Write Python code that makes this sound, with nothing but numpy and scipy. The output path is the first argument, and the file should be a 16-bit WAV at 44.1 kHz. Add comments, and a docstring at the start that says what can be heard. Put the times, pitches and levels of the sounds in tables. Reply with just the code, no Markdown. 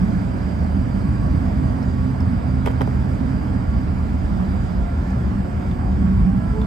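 """A low engine rumble fills an airliner cabin by a window ahead of the wing, as the engines begin
to spool up on the runway. Shaped noise makes the rumble, the roar through the wall, a treble hiss and the
air vents' whistle. Wavering sines hum for the machines, a pump and a motor, and climb for the fan's blade tone.
Noise snaps and decaying shell modes make a fitting clack nearby. All of it is spread between left and right."""
import sys
import numpy as np
from scipy import signal
from scipy.fft import rfft, irfft, next_fast_len
from scipy.io import wavfile
from scipy.ndimage import uniform_filter1d, map_coordinates

SR = 44100
rng = np.random.default_rng(int(sys.argv[2]) if len(sys.argv) > 2 else 0)


def transcribe(u):
    """Save the signal u as a 16-bit wav file named by the first command-line argument.

    u: samples, shape (n,) or (channels, n), limited to [-1, 1]; the rate is SR.
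    q: integer samples, one column per channel.
    """
    v = np.clip(np.atleast_2d(u).T, -1, 1)
    q = np.round(v * 32767).astype(np.int16)
    wavfile.write(sys.argv[1], SR, q)


N = 293706
T = np.arange(N) / SR  # time of each sample, s


def amp(db):
    """Decibels to an amplitude factor."""
    return 10 ** (np.asarray(db) / 20)


def unit(x):
    """x scaled to an rms of 1."""
    return x / np.sqrt(np.mean(x ** 2) + 1e-20)


def ramp(start, length):
    """Climbs from 0 to 1 over length seconds."""
    return np.clip((T - start) / length, 0, 1)


def curves(rows):
    """One value per sample for each column after the time."""
    s, *cols = np.transpose(rows)
    return [np.interp(T, s, c) for c in cols]


def along(points, hz):
    """Each column after the frequency, read on a log axis."""
    f, *cols = np.transpose(points)
    return [np.interp(np.log(hz + 1), np.log(f + 1), c) for c in cols]


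def wobble(rate):
    """A smooth random curve, rate knots a second."""
    steps = np.arange(0, N + 64, 64)
    knots = rng.standard_normal(int(N * rate / SR) + 4)
    smooth = map_coordinates(knots, [steps * rate / SR])
    return np.interp(np.arange(N), steps, smooth)


def filtered(x, response):
    """x shaped by a (possibly complex) response of frequency."""
    n = x.shape[-1]
    m = next_fast_len(n + 8192)
    return irfft(rfft(x, m) * response(np.fft.rfftfreq(m, 1 / SR)), m)[..., :n]


def panned(x, db):
    """Left louder than right by db, at the same mean power."""
    gain = amp(np.array([db / 2, -db / 2]))
    return x * (gain / np.sqrt(np.mean(gain ** 2, axis=0))).reshape(2, -1)


# Stereo image by frequency: balance, likeness and phase between left and right:
# (frequency [Hz], left-right balance [dB], likeness [0-1], left phase lead [rad])
STEREO_IMAGE = [(25, 0, .98, -.2), (60, -1, .99, -.55), (110, -3.3, .97, -.5), (160, -3.1, .9, -.65),
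                (230, -6, .93, -.6), (290, -4.4, .8, -.3), (350, -6.6, .15, .5), (500, -8.5, .45, 1.9),
                (750, -7.3, .85, 2.05), (1000, -4.6, .7, 1.7), (1300, -7.3, .45, 2.4),
                (1700, -7.2, .5, 2.1), (2300, -3.8, .25, .75), (4000, -2.1, .15, .3), (4800, 1.2, .7, -.3),
                (5600, -3.5, .15, 0), (7500, -1.5, .5, .4), (8600, -.9, .7, 1.5), (9200, -.4, .95, 3.1),
                (10300, -.4, .95, 3.2), (11200, -.4, .95, 6.2), (13400, -.4, .95, 6.3),
                (14200, -.4, .95, 9.4), (16000, -.4, .95, 9.5)]


def in_stereo(pair):
    """Two sounds become left and right: the first reaches both sides, the second only adds to the right."""
    def mix(hz):
        balance_db, alike, lead = along(STEREO_IMAGE, hz)
        alike = np.clip(alike, 0, 1)
        shared = panned(np.array([np.exp(.5j * lead), alike * np.exp(-.5j * lead)]), balance_db)
        own = panned(np.array([0 * hz, np.sqrt(1 - alike ** 2)]), balance_db)
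        return np.stack([shared, own], axis=1)
    return filtered(pair, mix).sum(axis=1)


def rush(spectrum, patchy_db):
    """Stereo noise of rms 1, with patches of random gain, silent outside its spectrum."""
    z = signal.stft(rng.standard_normal((2, N)), nperseg=512)[2]
    # smooth over 6 frequency bins, then 12 frames
    field = uniform_filter1d(rng.standard_normal(z.shape[1:]), 6, 0)
    field = uniform_filter1d(field, 12, 1)
    pair = signal.istft(z * amp(patchy_db * unit(field)), nperseg=512)[1][:, :N]

    def colour(hz):
        inside = (hz >= spectrum[0][0]) & (hz < spectrum[-1][0])
        return amp(along(spectrum, hz)[0]) * inside
    return unit(in_stereo(filtered(pair, colour)))


def tone(hz, db, wander_hz, flicker_db):
    """A sine around a given rms level whose pitch and strength waver."""
    phase = 2 * np.pi * (np.cumsum(hz + wander_hz * wobble(12)) / SR + rng.random())
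    return np.sqrt(2) * amp(db + flicker_db * wobble(16)) * np.sin(phase)


# Colour of the engine rumble in the cabin's modes: (frequency [Hz], relative level per Hz [dB])
RUMBLE_COLOUR = [(18, -57), (30, -56), (42, -40.5), (58, -36.5), (68, -35.5), (80, -40.5), (95, -41.5),
                 (128, -40.5), (148, -46.5), (190, -43), (215, -45), (250, -45.5), (300, -50.5),
                 (340, -62.5)]
# Rumble fader, ahead of the thinning and deepening: (time [s], level [dB])
RUMBLE_LEVEL = [(0, -18.5), (.3, -20), (1.2, -18), (2.4, -19.5), (3.3, -18.5), (3.9, -20.5), (4.5, -23),
                (5.6, -22), (6.1, -20), (6.66, -21)]
# gain of the deepest rumble before and after thrust builds; middle and half-length of the change
DEEPEN_DB, DEEPEN_S, DEEPEN_OVER_S = (-2.5, 2.5), 3.75, 0.21
THIN_HZ, THIN_DB = 235, -1  # the top of the rumble thins as the bottom deepens


def engine_rumble():
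    """Modal-coloured noise swells and sinks; as thrust builds its bottom deepens and its top thins."""
    rumble = amp(curves(RUMBLE_LEVEL)[0] + 0.69 * wobble(3.105)) * rush(RUMBLE_COLOUR, patchy_db=-0.58)
    thrust = ramp(DEEPEN_S - DEEPEN_OVER_S, 2 * DEEPEN_OVER_S)
    top = filtered(rumble, lambda hz: 1 - 1 / (1 + (hz / THIN_HZ) ** 12))
    rumble += (amp(THIN_DB * thrust) - 1) * top
    before, after = DEEPEN_DB
    depth_db = before + (after - before) * thrust
    bottom = filtered(rumble, lambda hz: 1 / (1 + (hz / 105) ** 6))
    return rumble + (amp(depth_db) - 1) * bottom


# Fader of a narrow noise band near 190 Hz, rising and falling unevenly: (time [s], level [dB])
LOW_BAND_LEVEL = [(0, -19.5), (.45, -27.5), (1.2, -33.5), (2.4, -31), (3.6, -39), (4.4, -22), (4.8, -29),
                  (5.9, -27.5), (6.06, -19.5), (6.16, -25), (6.25, -16.5), (6.4, -21.5), (6.48, -27.5),
                  (6.66, -25.5)]
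LOW_BAND_HZ, LOW_BAND_WIDTH_HZ = 189.9, 28.5


def narrow_low_band():
    """Noise through one narrow resonant peak, rising and falling unevenly."""
    peak = lambda hz: 1 / (1 + ((hz - LOW_BAND_HZ) / LOW_BAND_WIDTH_HZ * 2) ** 2)
    band = unit(filtered(rng.standard_normal((2, N)), peak))
    return amp(curves(LOW_BAND_LEVEL)[0]) * in_stereo(band)


# Colour of the roar coming through the wall: (frequency [Hz], relative level per Hz [dB])
ROAR_COLOUR = [(340, -59), (400, -63), (470, -65), (600, -63), (720, -64), (900, -67.5), (1100, -70),
               (1250, -71), (1450, -72), (1700, -72), (1800, -77), (2300, -80), (2700, -87), (3200, -87)]
ROAR_DB, ROAR_DB_PER_S = -34, -0.21  # level at the start and its slow sinking


def wall_roar(flutter):
    """Mid-band noise through the wall, sinking slowly under a quick flutter."""
    level_db = ROAR_DB + ROAR_DB_PER_S * T + .3 * flutter + .3 * wobble(3)
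    return amp(level_db) * rush(ROAR_COLOUR, patchy_db=.9)


# Colour of the treble hiss, thinner from about 9.7 to 13.7 kHz:
# (frequency [Hz], relative level per Hz [dB])
HISS_COLOUR = [(3200, -81.5), (3800, -85), (4550, -86), (4960, -84.5), (5100, -85.5), (5400, -85),
               (6200, -91.5), (7500, -90), (8800, -88), (9700, -100.5), (10600, -108), (11300, -100),
               (12400, -99), (13700, -103), (16000, -89)]
HISS_DB, HISS_DB_PER_S = -54.5, -0.3648  # level at the start and its slow sinking


def treble_hiss(flutter):
    """Treble noise sinking slowly, sharing the roar's quick flutter."""
    level_db = HISS_DB + HISS_DB_PER_S * T + 0.21 * flutter + 0.54 * wobble(2.7)
    return amp(level_db) * rush(HISS_COLOUR, patchy_db=1.7)


# The vents' whistle band: (frequency [Hz], relative level per Hz [dB])
WHISTLE_COLOUR = [(4590, -14), (4690, -5), (4715, 0), (4780, -1.5), (4860, 0), (4885, -6), (4930, -14)]
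# Whistle fader: (time [s], level [dB])
WHISTLE_LEVEL = [(0, -59), (.3, -60.5), (.47, -56.5), (.7, -59), (2.3, -61), (3.1, -60.5), (3.8, -61),
                 (4.35, -63.5), (4.58, -57), (4.8, -64), (5.4, -65), (5.7, -63.5), (6, -63.5), (6.66, -65)]


def vent_whistle():
    """A narrow band of noise, breathy rather than pure, with a fast tremble."""
    level_db = curves(WHISTLE_LEVEL)[0] + 0.77 * wobble(24)
    return amp(level_db) * rush(WHISTLE_COLOUR, patchy_db=1.1)


# Steady machine tones: (frequency [Hz], level [dB], wander [Hz])
STEADY_TONES = [(78, -28, 3.5), (704, -60, 12), (1127, -60, 2), (4323, -78, 3), (5122, -81, 5),
                (7806, -82, 12), (8425, -84, 8), (8796, -83, 3), (11186, -85, 1.5)]


def machine_tones():
    """Sines held throughout, each wavering in pitch and strength."""
    return sum(tone(hz, db, wander, 2.5) for hz, db, wander in STEADY_TONES)


# Fader of a thin steady whine: (time [s], level [dB])
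WHINE_LEVEL = [(0, -58), (2, -55), (4, -54), (4.7, -51.5), (5.5, -54), (6.66, -56)]


def thin_whine():
    """One wavering sine at a steady pitch, riding its fader."""
    return tone(1384, curves(WHINE_LEVEL)[0], 1.5, 2.5)


# Short tones that come and go: (start [s], end [s], frequency [Hz], level [dB])
SHORT_TONES = [(.2, .45, 975, -50), (1.0, 1.42, 1126, -49), (1.55, 1.8, 1128, -53), (1.42, 2.05, 1890, -57),
               (1.88, 2.14, 1126, -49), (2.05, 2.48, 1130, -56), (3.58, 3.92, 1125, -50),
               (4.7, 5.5, 1735, -60), (5.85, 6.4, 1114, -51)]


def passing_tones():
    """Brief sines, each faded in and out over a tenth of a second."""
    out = np.zeros(N)
    for start, end, hz, db in SHORT_TONES:
        gate = ramp(start, .1) * (1 - ramp(end - .1, .1))
        out += gate * tone(hz, db, 1.5, 1.5)
    return out


PUMP_S, PUMP_RISE_S, PUMP_FALL_S = (1.28, 3.5), 0.25, 0.21  # on and off, and the fades
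PUMP_DB = (-32, -34.5)  # fundamental and octave
PUMP_HZ, PUMP_HZ_PER_S = 127.3, .45  # pitch at time zero and its slow rise


def pump():
    """A pump hums on a fundamental and its octave, its pitch creeping up."""
    running = ramp(PUMP_S[0], PUMP_RISE_S) * (1 - ramp(PUMP_S[1], PUMP_FALL_S))
    hz = PUMP_HZ + PUMP_HZ_PER_S * T
    return running * (tone(hz, PUMP_DB[0], 1, 2) + tone(2 * hz, PUMP_DB[1], 1, 1.5))


# Clacks and ticks of a fitting: (time [s], snap noise level at onset [dB], snap's strongest pitch [Hz],
# knock level [dB], knock's tilt [dB per octave], left-right balance beyond the stereo image's [dB])
CONTACTS = [(1.827, -43.5, 5300, -49, -2, 0), (2.2033, -40.5, 5240, -40, 0, -2.5),
            (2.6594, -25.5, 2193, -16, 2.5, 0), (2.664, -37, 1300, -19, -6, -4.5),
            (2.6717, -33, 3150, -10.5, -1.5, -2), (2.681, -38.5, 3140, -24, 7, -3),
            (2.702, -40, 2100, -23, -2, -5.5), (2.7128, -40, 1600, -34, 0, -1),
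            (2.808, -34.5, 3130, -11, -1.5, 1.5), (2.8153, -29, 1590, -17, 4.5, -2),
            (2.8735, -41.5, 1200, -15.5, -3.5, 1), (2.909, -45, 1900, -24, 2, 0),
            (5.103, -50, 6460, -41, 0, 2), (5.712, -44, 3500, -35, 5, -0.5), (6.615, -41, 3500, -31, 6, -3)]
# Modes of the hollow shell: (frequency [Hz], level before tilt [dB], time to fall 60 dB [s])
SHELL_MODES = [(405, 1, .024), (618, 3, 0.016), (766, 4, 0.015), (1010, 2, .014), (1195, 1, 0.014),
               (1480, -4, .015), (1920, -9, 0.014), (2345, -13, 0.013)]
# Colour of the snap ahead of its peak: (frequency [Hz], relative level [dB])
SNAP_COLOUR = [(300, -25), (1200, -3), (2200, 2), (3200, -1), (4200, -6), (5200, -4), (6300, -11),
               (8800, -8), (13000, -13), (16000, -24)]
SNAP_PEAK_DB, SNAP_PEAK_OCTAVES = 8, .5  # lift and width of the snap's strongest part
RING_DB, RING_T60_S = 3, .042  # the catch rings at that pitch; level relative to the snap
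KNOCK_LAG_CYCLES, KNOCK_RISE_S = .9, .0006  # the shell answers softly, its low modes last
TILT_ABOUT_HZ = 700


def clacks():
    """Each contact snaps the catch and knocks the hollow shell; the cabin scatters it briefly."""
    out = np.zeros((2, N + SR))
    t = np.arange(SR // 8) / SR
    f = np.fft.rfftfreq(len(t), 1 / SR)
    hz, db, t60 = np.transpose(SHELL_MODES)[:, :, None]
    late = np.maximum(t - KNOCK_LAG_CYCLES / hz, 0)
    swell = (1 - np.exp(-late / KNOCK_RISE_S)) ** 2
    modes = swell * amp(db - 60 * late / t60) * np.sin(2 * np.pi * hz * late)
    for s, snap_db, snap_hz, knock_db, tilt_db, pan_db in CONTACTS:
        peak = np.exp(-(np.log2((f + 1) / snap_hz) / SNAP_PEAK_OCTAVES) ** 2)
        colour = amp(along(SNAP_COLOUR, f)[0] + SNAP_PEAK_DB * peak)
        noise = unit(irfft(rfft(rng.standard_normal((2, len(t)))) * colour))
        snap = noise * amp(-60 * t / 0.025)
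        snap[0] += amp(RING_DB - 60 * t / RING_T60_S) * np.sin(2 * np.pi * snap_hz * t)
        mode_db = tilt_db * np.log2(hz / TILT_ABOUT_HZ) + rng.normal(0, 0.62, hz.shape)
        knock = np.sum(amp(mode_db) * modes, axis=0)
        # a padded contact takes a moment to load
        rise = 1 - np.exp(-t / .0006)
        blow = rise * (amp(snap_db) * snap + amp(knock_db) * knock * [[1], [.3]])
        tail = amp(-60 * t / 0.21) * rng.standard_normal((2, len(t)))
        wet = signal.fftconvolve(blow[:1], tail / np.linalg.norm(tail[0]), axes=1)[:, :len(t)]
        # room on both sides, as the stereo phases spread the blow in time
        place = np.zeros((2, 4096 + 2 * len(t)))
        place[:, 2048:][:, :len(t)] = blow + amp(-10.5) * wet
        heard = in_stereo(place)[:, :place.shape[1]]
        out[:, round(s * SR) - 2048:][:, :place.shape[1]] += panned(heard, pan_db)
    return out[:, :N]


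# Fan speed as its blade-passing tone: (time [s], frequency [Hz])
FAN_PITCH = [(3.2, 294), (4.2, 330), (4.55, 343), (5.27, 353), (5.6, 358), (6.05, 371), (6.33, 397),
             (6.48, 424), (6.58, 435), (6.66, 439)]
# Resonances of the wall, lifting a tone that passes them: (frequency [Hz], width [Hz], lift [dB])
WALL_RESONANCES = [(302, 12, 13), (334, 14, 8), (352, 5, 4), (375, 30, 10), (435, 8, 23), (695, 4, 15),
                   (716, 12, 12), (731, 12, 14), (796, 44, 18), (870, 20, 18), (1045, 40, 4)]
FAN_DB, FAN_FADE_IN_S = (-54, -61, -61), .3  # multiples 1 to 3 ahead of the wall's lift
FAN_WANDER_HZ, FAN_FLICKER_DB = 2.2, 2.5  # wander of the first multiple; the others in proportion


def fan():
    """The blade-passing tone and its multiples climb with the fan and swell at the wall's resonances."""
    blade_hz, = curves(FAN_PITCH)

    def wall_db(hz):
        return sum(db / (1 + (2 * (hz - mode) / width) ** 2) for mode, width, db in WALL_RESONANCES)

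    stack = np.zeros(N)
    for k, db in enumerate(FAN_DB, 1):
        hz = k * blade_hz
        stack += tone(hz, db + wall_db(hz), FAN_WANDER_HZ * k, FAN_FLICKER_DB)
    return ramp(FAN_PITCH[0][0], FAN_FADE_IN_S) * stack


# Harmonics of a small motor: (multiple, level at its start [dB], drift [dB per s])
MOTOR_HARMONICS = [(2, -52, -4), (3, -50, 3), (4, -41, -32), (5, -54, -4)]
MOTOR_S, MOTOR_HZ = 6.36, 334.5  # start time and fundamental


def small_motor():
    """A small motor starts: steady harmonics, each drifting in level."""
    since = (T - MOTOR_S).clip(0)
    stack = sum(tone(k * MOTOR_HZ, db + drift * since, 2, 1.5) for k, db, drift in MOTOR_HARMONICS)
    return ramp(MOTOR_S, .03) * stack


def scene():
    """Noise beds, tones and clacks together in stereo."""
    flutter = wobble(14)  # shared by roar and hiss
    beds = engine_rumble() + narrow_low_band() + wall_roar(flutter) + treble_hiss(flutter) + vent_whistle()
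    tones = machine_tones() + thin_whine() + passing_tones() + pump() + fan() + small_motor()
    return beds + in_stereo(np.array([tones, tones])) + clacks()


# the bass folds into the middle for a moment, then leans left and spreads again
FOLD_S, FOLDED_S, FOLDED_WIDTH, WIDTH_AFTER = 4.86, .29, .27, .82  # start, length, side gains
LEAN_DB, LEAN_AFTER_DB, LEAN_BACK_S = .4, 3.5, 1.3  # constant lean, extra lean, its return
TOP_HZ = 15780


def record(dry):
    """The bass folds, leans and spreads again; nothing passes above the band limit."""
    fold, spread = ramp(FOLD_S, .06), ramp(FOLD_S + FOLDED_S, .12)
    width = 1 - (1 - FOLDED_WIDTH) * fold + (WIDTH_AFTER - FOLDED_WIDTH) * spread
    lean_db = LEAN_DB + LEAN_AFTER_DB * spread * (1 - ramp(FOLD_S + FOLDED_S, LEAN_BACK_S))
    bass = filtered(dry, lambda hz: 1 / (1 + (hz / 240) ** 8))
    mid = (bass[0] + bass[1]) / 2
    side = (bass[0] - bass[1]) / 2 * width
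    moved = np.array([mid + side, mid - side]) * amp([lean_db / 2, -lean_db / 2])
    return filtered(dry - bass + moved, lambda hz: hz < TOP_HZ)


dry = scene()
out = record(dry)
transcribe(out)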